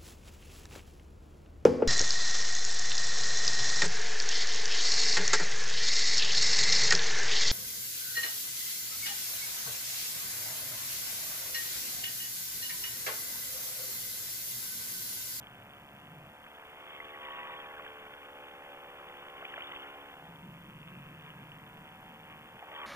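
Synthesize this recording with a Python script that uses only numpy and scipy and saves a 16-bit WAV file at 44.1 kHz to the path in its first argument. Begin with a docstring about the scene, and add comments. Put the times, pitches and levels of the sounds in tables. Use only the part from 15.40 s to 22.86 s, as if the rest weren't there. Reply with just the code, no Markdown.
"""Aloft, inside a pilot's helmet, a narrow-band headset microphone hears a two-stroke paramotor drone.
Each turn of the crank fires once, so the engine sounds a harmonic series and chops the rush of air.
Facing ahead the engine is fuller; facing aside the firings rattle and eddies throb at the helmet's rim.
Surges of airflow rasp, gurgle, slap the microphone and make the helmet's air space resonate.
A camera adds its own faint hiss and a buzz at its frame rate."""
import sys
import numpy as np
from scipy import signal
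from scipy.fft import rfft, irfft
from scipy.io import wavfile
from scipy.ndimage import uniform_filter1d

SR = 44100
rng = np.random.default_rng(int(sys.argv[2]) if len(sys.argv) > 2 else 0)


def int16_out(signal):
    """Quantize to a 16-bit WAV file."""
    q = np.round(np.clip(np.atleast_2d(signal).T, -1, 1) * 32767)
    wavfile.write(sys.argv[1], SR, q.astype(np.int16))


N = 329030
T = np.arange(N) / SR
HZ = np.fft.rfftfreq(N, 1 / SR)
CONTROL_T = np.arange(0, T[-1] + 1, 1 / 24)  # the harmonics are updated 24 times a second
HEADSET_HZ = 3610  # upper band limit
GEAR_RATIO = 2.68  # crank turns per propeller turn
HALF_ASIDE = .65  # head position, from 0 (ahead) to 1 (aside)

# Crank speed. Each row: time in seconds, firing rate in Hz.
CRANK_SPEED = [(0.0, 71.45), (0.61, 71.76), (1.21, 73.97), (1.75, 75.01), (2.33, 73.82), (2.93, 71.99),
               (3.06, 72.09), (3.51, 71.01), (4.37, 71.08), (4.42, 70.79), (4.99, 71.18), (5.19, 72.28),
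               (5.61, 73.72), (6.55, 75.93), (6.79, 75.57), (7.0, 76.2), (7.46, 75.97)]
# Airflow striking the helmet. Each row: peak time, rise and fall in seconds, strength,
# favoured frequency in Hz, its glide in Hz per second, amount of ringing.
AIR_SURGES = [(1.5, 0.19, 0.12, 0.26, 2120, 0, 0.04), (1.52, 0.13, 0.19, .2, 3370, 0, 0),
              (1.96, 0.28, 0.46, 0.94, 1900, -600, 1.1), (4.21, 0.26, 0.3, 0.84, 2960, 4, 0.32),
              (5.55, 0.18, 0.19, 0.11, 2650, 9, 0), (5.87, 0.035, 0.052, 0.335, 2350, -12, 0.5),
              (6.92, 0.046, 0.037, 0.44, 2380, -18, 0.25), (7.38, 0.07, 0.36, 0.87, 1136, -13, 1.1)]


def engine(turns, aside, surge, fade_db=2.25, shake_db=1.3, shake_rad=0.14, smear_rad=.5, count=49):
    """Periodic pulses make a harmonic series: each firing is a bright crack and a dull, falling chuff."""
    # Each row: harmonic number, then base level in dB facing ahead, half aside and aside.
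    harmonics = [(1, -79, -73, -72), (2, -94, -89, -81), (3, -83, -74, -66), (4, -69, -71, -74),
                 (5, -63.5, -76, -77), (6, -62.5, -69.5, -74), (7, -61.5, -66.5, -69), (8, -63, -71, -69.5),
                 (9, -68, -69.5, -70), (10, -70, -64.5, -71), (11, -60, -66, -78), (12, -63, -64.5, -70),
                 (13, -75, -67, -70), (14, -67.5, -68, -69), (15, -62, -73.5, -72), (16, -69, -78, -82),
                 (17, -71, -70, -72), (18, -72.5, -76, -74), (19, -70.5, -69.5, -73), (20, -69, -75, -72),
                 (21, -68.5, -68, -74.5), (22, -77, -67, -68.5), (23, -74.5, -75, -72),
                 (24, -73, -72.5, -72.5)]
    # Gains of the low and upper harmonics, and the level from which the top ones fall away.
    # Each holds: dB facing ahead, dB facing aside, dB added by a full surge.
    low_gains = (0.2, -4, 0)
    upper_gains = (1.5, -2.5, 7)
    top_levels = (-78, -74.5, 10.5)
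    aside, surge = np.interp(CONTROL_T, T, aside), np.interp(CONTROL_T, T, surge)
    low_db, upper_db, top_db = (exposure(x, aside, surge) for x in (low_gains, upper_gains, top_levels))
    multiples = np.arange(1, count + 1)
    out, phasor, firing = np.zeros(N), 1, np.exp(2j * np.pi * turns)
    for k, crack in zip(multiples, exhaust_cracks(aside, multiples)):
        if k <= len(harmonics):
            upper = np.clip((k - 12) / 12, 0, 1)
            db = np.interp(aside, [0, HALF_ASIDE, 1], harmonics[k - 1][1:])
            db += (1 - upper) * low_db + upper * upper_db
            if k <= 11:
                phase = -smear_rad * k ** 2  # the silencer smears the low harmonics
            else:
                chuff = np.exp(-2j * np.pi * (.04 * k + 7.5 * np.log(k)))  # lower ones arrive later
                dull = 1 / (1 + (k / 21) ** 6)
                phase = np.angle(dull * chuff + (1 - dull) * crack)
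            amplitude = gain_of(db + fade_db * drift(3)) * np.exp(1j * phase)
        else:
            amplitude = gain_of(top_db - .42 * (k - len(harmonics))) * crack / np.sqrt(abs(crack) + 1e-9)
        level_shake, phase_shake = rng.standard_normal((2, len(CONTROL_T)))  # the air shakes each one
        amplitude *= gain_of(shake_db * level_shake) * np.exp(1j * shake_rad * phase_shake)
        phasor = phasor * firing
        out += np.sqrt(2) * (np.interp(T, CONTROL_T, amplitude) * phasor).real
    return out


def exhaust_cracks(aside, multiples, slide_turns=0.034, sway_turns=.004, count=12):
    """Multipath interference: a crack arrives by many paths, which shift as the head turns."""
    # Direct paths. Each row: delay in turns facing ahead and aside, relative dB ahead and aside.
    direct_paths = [(.02, -.03, -16, 0), (.44, .37, -6, -6)]
    # Scattering off frame and pilot: relative dB facing ahead, then aside.
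    scatter_gains = (-1, -12)

    def path(late, db):
        return gain_of(db) * np.exp(-2j * np.pi * np.outer(multiples, late + sway_turns * drift(2)))

    turned = np.clip(aside / HALF_ASIDE, 0, 1)
    out = sum(path(late + aside * (late_aside - late), db + turned * (db_aside - db))
              for late, late_aside, db, db_aside in direct_paths)
    scatter_db = np.interp(turned, [0, 1], scatter_gains)
    for n, (place, sign, lean) in enumerate(rng.uniform(-1, 1, (count, 3))):
        late_turns = .62 + .3 * (n + place / 2) / count + slide_turns * lean * aside
        out += np.sign(sign) * path(late_turns, scatter_db) / np.sqrt(count)
    return out


def crank(jitter_hz=.06):
    """Phase is the integral of frequency: crank turns, their speed shaken by uneven firings."""
    return np.cumsum(curve(CRANK_SPEED) + jitter_hz * wander(22.8)) / SR


def rasp(turns, aside, level_db, trim_db=-2, grain_db=5.7, calm_db=-60):
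    """Turbulence makes grainy noise, chopped by the firings; the louder, the patchier."""
    # Each row: frequency in Hz, relative level in dB.
    spectrum = [(100, -59), (500, -8.5), (900, -8.5), (1300, 0), (1700, -10.5), (2200, 0), (2900, 3.5),
                (3600, 2.5), (4600, -62)]
    patch_db = np.clip(0.16 * (level_db - calm_db), 1, 6)
    grains = speckle(rng.standard_normal(N), patch_db)
    grains *= gain_of(grain_db * np.tanh(wander(610)))
    return gain_of(level_db + trim_db) * coloured(grains * puffs(turns, aside), spectrum)


def puffs(turns, aside, uneven=0.43, floor=.2):
    """Pulse modulation: puffs of hiss follow the cracks and decay exponentially, no two alike."""
    # Each row: delay and decay time in turns, relative strength facing ahead and aside.
    pulses = [(0, .08, .08, 1), (.39, .08, .35, .5), (.68, .2, .8, .12)]
    turned, envelope = np.clip(aside / HALF_ASIDE, 0, 1), floor
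    for late, decay, ahead, side in pulses:
        chance = rng.uniform(-1, 1, size=1000)[(turns - late + 1).astype(int)]
        strength = (ahead + turned * (side - ahead)) * (1 + uneven * chance)
        envelope = envelope + strength * np.exp(-((turns - late) % 1) / decay)
    return unit_rms(envelope)


def speckle(x, depth_db, size=512):
    """Intermittency: turbulence lifts patches a few hundred Hz wide and tens of milliseconds long."""
    spectra = signal.stft(x, nperseg=size)[2]
    patches = uniform_filter1d(rng.standard_normal(spectra.shape), size=4, axis=0)
    patches = unit_rms(uniform_filter1d(patches, size=5, axis=1))
    depth_db = np.interp(np.linspace(0, T[-1], spectra.shape[1]), T, depth_db)
    lift = gain_of(depth_db * np.clip(patches, -2, 2))
    lift /= np.sqrt(np.mean(lift ** 2, axis=0))
    return unit_rms(signal.istft(spectra * lift, nperseg=size)[1][:N])


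def wash(turns, aside, level_db, trim_db=-2.5, flutter_db=1):
    """Amplitude modulation: the propeller's dull rush throbs with each chuff, more deeply aside."""
    # Each row: frequency in Hz, relative level in dB.
    spectrum = [(20, -12), (45, -14.5), (90, -11), (200, -8), (350, -14), (550, -4.5), (800, -6.5),
                (1100, -5.5), (1600, -4), (3400, -8), (5000, -37)]
    throb = (.25 + .4 * aside) * np.cos(2 * np.pi * (turns - .5))
    air = rng.standard_normal(N) * (1 + throb) * gain_of(flutter_db * wander(25))
    return gain_of(level_db + trim_db) * coloured(air, spectrum)


def surging():
    """Surges superpose into the airstream's force on the helmet: 0 is calm, 1 a full surge."""
    return sum(strength * swell(peak, rise, fall) for peak, rise, fall, strength, *_ in AIR_SURGES)


def helmet(tones, noise, aside, gap_width_hz=170, surge_width_hz=260, calm_ringing=0.071):
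    """Resonance: head angle and surges each favour a band, and the helmet's air space rings."""
    # Band of the gap between helmet and shoulder. Each row: time in seconds, centre in Hz.
    gap_band = [(.8, 712), (1.2, 930), (4.8, 820), (5.3, 1094), (6.2, 1110), (6.6, 875), (7.2, 770)]
    # Modes of the air space. Each row: frequency in Hz, bandwidth in Hz, relative gain in dB.
    cavity_modes = [(797, 38, -11.5), (979, 4.9, 22), (1128.5, 28, 8.5)]
    favoured = 0.88 * aside * resonate(tones + 0.064 * noise, curve(gap_band), gap_width_hz)
    ringing = calm_ringing
    for peak, rise, fall, _, hz, glide, rings in AIR_SURGES:
        band = resonate(tones + noise, hz + glide * (T - peak), surge_width_hz)
        favoured += 0.7 * swell(peak, rise, fall) * band
        ringing += rings * swell(peak + .3 * rise, rise, fall) ** 1.5  # fullest just after the crest
    response = sum(gain_of(db) / (1 + 2j * (HZ - hz) / width) for hz, width, db in cavity_modes)
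    ring = ringing * irfft(rfft(tones + 0.86 * noise) * response, N)
    return tones + noise + favoured + ring


def shoulder_echo(x, aside, surge, calm_echo=0.044, surge_echo=0.14):
    """Comb filtering: facing ahead, an echo off the shoulder slides in delay as the head moves."""
    # Each row: time in seconds, comb spacing in Hz.
    comb_spacing = [(1.4, 1140), (1.9, 950), (2.45, 795), (4.2, 738), (4.7, 710), (7.3, 1140)]
    strength = (1 - aside) * (calm_echo + surge_echo * np.sqrt(surge))
    echo = np.interp(T - 1 / curve(comb_spacing), T, x)
    return (x + strength * echo) / np.sqrt(1 + strength ** 2)


def buffet(surge, trim_db=-1, widths_hz=(52, 190), rumble_db=-73, flutter_db=0.9, edge_s=0.033):
    """Vortex shedding at the helmet's rim: a loose rumble locks into a low fuzzy note as it grows."""
    # Two spells of throbbing, one list each. Each row: time in seconds, level in dB before trim.
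    spells = [
        [(0.0, -55), (0.034, -57.5), (0.35, -61.5), (0.604, -57.5), (0.794, -51.5), (0.91, -58), (0.97, -74),
         (1.07, -59), (1.12, -78)],
        [(4.72, -70), (4.89, -52.5), (5.01, -56), (5.07, -47.5), (5.18, -51.5), (5.3, -53.5), (5.69, -49.5),
         (5.91, -55), (5.97, -51), (6.11, -55), (6.35, -57), (6.42, -57), (7.16, -59.5), (7.27, -81),
         (7.3, -64)],
    ]
    # Each row: time in seconds, pitch of the eddies in Hz.
    eddy_pitch = [(.5, 117), (.8, 153.6), (5.1, 159.3), (6.2, 139.5), (6.5, 177), (7, 150)]
    # Each row: frequency in Hz, relative level in dB.
    rumble_spectrum = [(20, 0), (40, -30), (70, -0.5), (120, 2.5), (200, 3), (350, -2), (800, -29)]
    # Levels in dB at which locking begins and is complete.
    locking_range = (-62, -55)
    hz, level = curve(eddy_pitch), gain_of(-87.5 + 16.5 * surge)
    for spell in spells:
        outside_s = abs(T - np.clip(T, spell[0][0], spell[-1][0]))
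        level = np.maximum(level, gain_of(curve(spell)) * np.exp(-outside_s / edge_s))
    level_db = 20 * np.log10(level) + flutter_db * wander(7)
    high_pass = signal.butter(2, 75, "high", fs=SR, output="sos")
    bands = (resonate(resonate(rng.standard_normal(N), hz, width), hz, width) for width in widths_hz)
    narrow, loose = (unit_rms(signal.sosfilt(high_pass, band)) for band in bands)
    steady = unit_rms(narrow / np.sqrt(uniform_filter1d(narrow ** 2, size=2500) + 1e-9))
    locked = np.interp(level_db, locking_range, [0, 1])
    note = gain_of(level_db + trim_db) * (locked * steady + np.sqrt(1 - locked ** 2) * loose)
    rumble = coloured(rng.standard_normal(N), rumble_spectrum)
    return note + gain_of(rumble_db + 0.81 * (level_db - level_db.mean())) * rumble


def slaps(knock_s=0.002, crack_s=0.0013, crack_octaves=0.34, size=1024):
    """Impulsive excitation: a gust hits the microphone with a pitched knock and a crack of noise."""
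    # Each row: start in seconds, knock pitch in Hz and level in dB, crack centre in Hz and peak in dB.
    gusts = [(1.064, 1310, -50, 2000, -42), (1.602, 2060, -35.5, 1900, -38), (1.885, 975, -39, 1850, -37),
             (1.991, 1137, -40, 2500, -35), (2.099, 1093, -40, 1496, -44), (2.369, 1590, -42, 1900, -48),
             (2.396, 1125, -44, 1520, -35.5), (2.464, 1620, -41, 2100, -42), (4.025, 660, -42, 1242, -36.5),
             (4.051, 2380, -40, 2710, -33), (4.138, 1650, -36, 2300, -31.5), (4.166, 1470, -44, 2700, -35),
             (4.178, 654, -37.5, 1490, -32), (4.207, 1380, -45, 2500, -33), (4.22, 3080, -34, 2700, -38),
             (4.335, 1150, -41, 1524, -34.5), (4.361, 1600, -48, 2800, -32.5), (4.446, 856, -44, 1700, -39),
             (4.558, 775, -44, 1387, -43), (7.225, 762, -38.5, 1500, -42), (7.238, 775, -44, 1470, -48),
             (7.278, 760, -46, 1400, -50), (7.316, 600, -43, 2450, -39), (7.331, 790, -48, 1500, -47),
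             (7.433, 1156, -50, 2200, -38), (7.448, 1130, -45, 1610, -34)]
    out, t, hz = np.zeros(N), np.arange(size) / SR, np.fft.rfftfreq(size, 1 / SR)
    for start, knock_hz, knock_db, crack_hz, crack_db in gusts:
        band = np.exp(-(np.log2((hz + 1) / crack_hz) / crack_octaves) ** 2 / 2) * (hz < HEADSET_HZ)
        crack = irfft(rfft(rng.standard_normal(size)) * band) * t * np.exp(-t / crack_s)
        crack /= abs(crack).max()
        add(out, start, gain_of(knock_db) * knock(knock_hz, knock_s) + gain_of(crack_db) * crack)
    return out


def gurgle(turns, surge, db=-46.0, spread_db=3, pitch_scatter=0.041, rise_s=0.00227):
    """In a surge the firings knock pockets of air loose, each a damped oscillation at its own pitch."""
    # Each row: mean pitch in Hz, relative level in dB.
    pockets = [(1300, -6), (1650, -7.5), (1950, 0), (2350, -1), (2900, 0), (3300, 3)]
    out, firings = np.zeros(N), np.flatnonzero(np.diff(np.floor(turns)))
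    for hz, pocket_db in pockets:
        timings, shapes = rng.random((len(firings), 2)), rng.standard_normal((len(firings), 2))
        for at, (chance, late), (size, detune) in zip(firings, timings, shapes):
            if chance < .4 * surge[at] ** 2:
                level = gain_of(db + pocket_db + spread_db * min(size, 1)) * np.sqrt(surge[at])
                add(out, T[at] + late * rise_s, level * knock(hz * (1 + pitch_scatter * detune), rise_s))
    return out


def ticks(hz=2900, rise_s=0.00085):
    """Heavily damped oscillations are heard as bright snaps in the rattle."""
    # Each row: start in seconds, peak level in dB.
    snaps = [(5.903, -39), (6.118, -39)]
    out = np.zeros(N)
    for start, db in snaps:
        add(out, start, gain_of(db) * knock(hz, rise_s))
    return out


def propeller(turns, db=-75, peak_hz=800, octaves=1.47, fade_db=2, count=28):
    """Two geared-down blades chop the air, making faint harmonics of the blade-passing frequency."""
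    passes, blade_hz = 2 * turns / GEAR_RATIO, 2 * curve(CRANK_SPEED).mean() / GEAR_RATIO
    multiples = np.arange(1, count + 1)
    amplitudes = np.exp(-(np.log2(multiples * blade_hz / peak_hz) / octaves) ** 2 / 2)
    chop = sum(amplitude * np.cos(2 * np.pi * (k * passes + phase))
               for k, amplitude, phase in zip(multiples, amplitudes, rng.random(count)))
    return gain_of(db + fade_db * wander(2)) * chop


def camera(frame_hz=59.94, hiss_db=-70.5, tick_db=-80, whine_db=-76, right_buzz_db=2.5):
    """Electrical noise: amplifier hiss, and ticks and whining bursts that buzz at the frame rate."""
    # Each row: time within the frame and length in seconds, relative whine and tick levels in dB.
    bursts = [(.0015, 0.00019, -16, -9), (.0021, 0.00049, 11, -23), (.0028, 0.00058, 5.5, 8),
              (.0054, 0.00081, -33, -30), (0.0141, .0006, -16, 4), (0.016, 0.00063, 3, 4.5)]
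    # Three spectra. Each row: frequency in Hz, relative level in dB.
    tick_spectrum = [(3000, -47), (4500, -0.5), (10000, 2), (12000, 2.5), (12600, 13), (15300, -4)]
    whine_spectrum = [(11000, -24), (12400, -18.5), (14200, -15), (14700, 0), (15000, -2), (15300, -8),
                      (15450, -36)]
    hiss_spectrum = [(3000, -1.5), (5000, 3.5), (11500, 4), (13000, 4), (15300, 3)]
    t = np.arange(round(SR / frame_hz)) / SR
    starts = np.arange(0, T[-1], 1 / frame_hz)[:, None] * SR
    near = starts.astype(int) + np.arange(-24, 25)
    clock = np.zeros(N)
    clock[near % N] = np.sinc(near - starts) * np.hanning(near.shape[1])  # one impulse a frame
    clicks = sum(gain_of(db) * np.roll(clock, round(s * SR)) for s, _, _, db in bursts)
    gate = 0.37 + sum(gain_of(db) * np.exp(-(2 * (t - s) / length) ** 2) for s, length, db, _ in bursts)
    repeating = signal.oaconvolve(clock, gate * rng.standard_normal(len(t)))[:N]
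    unsteady = 0.77 * signal.oaconvolve(clock, gate)[:N] * rng.standard_normal(N)
    buzz = gain_of(tick_db) * coloured(clicks, tick_spectrum)
    buzz += gain_of(whine_db) * coloured(repeating + unsteady, whine_spectrum)
    hiss = np.array([coloured(rng.standard_normal(N), hiss_spectrum) for _ in range(2)])
    return gain_of(hiss_db) * hiss + np.array([buzz, buzz * gain_of(right_buzz_db)])


def exposure(levels, aside, surge):
    """A layer's dB for this head position and airstream."""
    ahead_db, aside_db, surge_db = levels
    return ahead_db + aside * (aside_db - ahead_db) + surge_db * surge


def resonate(x, hz, width_hz):
    """A resonance of gain 1 that follows the curve hz."""
    phasor, pole = np.exp(2j * np.pi * np.cumsum(hz) / SR), np.exp(-np.pi * width_hz / SR)
    return 2 * (phasor * signal.lfilter([1 - pole], [1, -pole], x / phasor)).real


def knock(hz, rise_s, size=1024):
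    """A damped oscillation that swells to 1 and dies in a few cycles."""
    t = np.arange(size) / SR
    return t / rise_s * np.exp(1 - t / rise_s) * np.sin(2 * np.pi * (hz * t + rng.random()))


def swell(peak, rise, fall, flatness=2.5):
    """A bell curve from 0 to 1 and back."""
    return np.exp(-abs((T - peak) / np.where(T < peak, rise, fall)) ** flatness)


def wander(rate_hz):
    """Low-pass noise of rms 1."""
    return unit_rms(irfft(rfft(rng.standard_normal(N)) / (1 + (HZ / rate_hz) ** 4), N))


def drift(rate_hz):
    """Slow random variation at the control rate."""
    knots = np.arange(0, CONTROL_T[-1] + 1, 1 / rate_hz)
    return np.interp(CONTROL_T, knots, rng.standard_normal(len(knots)))


def coloured(x, points):
    """Filters x by a curve of (Hz, dB) points, to rms 1."""
    hz, db = np.transpose(points)
    return unit_rms(irfft(rfft(x) * gain_of(np.interp(np.log(HZ + 1), np.log(hz), db)), N))


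def low_pass(x, hz, taps):
    """Steep linear-phase low-pass along the last axis."""
    kernel = signal.firwin(taps, hz, window=("kaiser", 8), fs=SR)
    return signal.oaconvolve(np.atleast_2d(x), kernel[None], "same")


def gain_of(db):
    """Decibels to amplitude."""
    return 10 ** (np.asarray(db) / 20)


def unit_rms(x):
    """Scales to rms 1."""
    return x / np.sqrt(np.mean(x ** 2) + 1e-20)


def curve(rows):
    """Joins (seconds, value) rows by straight lines."""
    return np.interp(T, *np.transpose(rows))


def add(mix, start_s, sound):
    """Mixes a sound in at start_s."""
    part = mix[round(start_s * SR):][:len(sound)]
    part += sound[:len(part)]


def scene(propeller_throb=0.12, gust_db=0.67, left_lag_s=5.7 / SR):
    """Engine and air superpose at one narrow-band microphone, which feeds both channels."""
    # Each row: time in seconds, head position from 0 (ahead) to 1 (aside).
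    head_position = [(0, 0.72), (.9, 0.89), (1.2, 0.45), (1.65, 0.053), (3.3, 0.083), (4.5, 0),
                     (4.75, 0.29), (5.05, 0.94), (5.35, 1), (6, 0.75), (6.65, 0.7), (7.1, 0.64),
                     (7.3, 0.17), (7.46, 0.041)]
    # Levels before trim. Each holds: dB facing ahead, dB facing aside, dB added by a full surge.
    wash_levels = (-49.5, -59, -0.5)
    rasp_levels = (-57, -58.5, 7.5)
    turns, aside, surge = crank(), np.clip(curve(head_position), 0, 1), surging()
    wash_db = exposure(wash_levels, aside, surge)
    rasp_db = exposure(rasp_levels, aside, surge) + gust_db * wander(8)
    swirl = 1 + propeller_throb * np.cos(2 * np.pi * turns / GEAR_RATIO)  # once a propeller turn
    rush = swirl * (rasp(turns, aside, rasp_db) + wash(turns, aside, wash_db))
    tones = engine(turns, aside, surge) + propeller(turns)
    air = helmet(tones, shoulder_echo(rush, aside, surge), aside) + buffet(surge)
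    air += gurgle(turns, surge) + slaps() + ticks()
    right = low_pass(air, HEADSET_HZ, taps=451)[0]
    left = irfft(rfft(right) * np.exp(-2j * np.pi * HZ * left_lag_s), N)
    return np.array([left, right])


def record(dry):
    """The camera adds its own noise, then its band limit."""
    return low_pass(dry + camera(), hz=15330, taps=1501)


dry = scene()
out = record(dry)
int16_out(out)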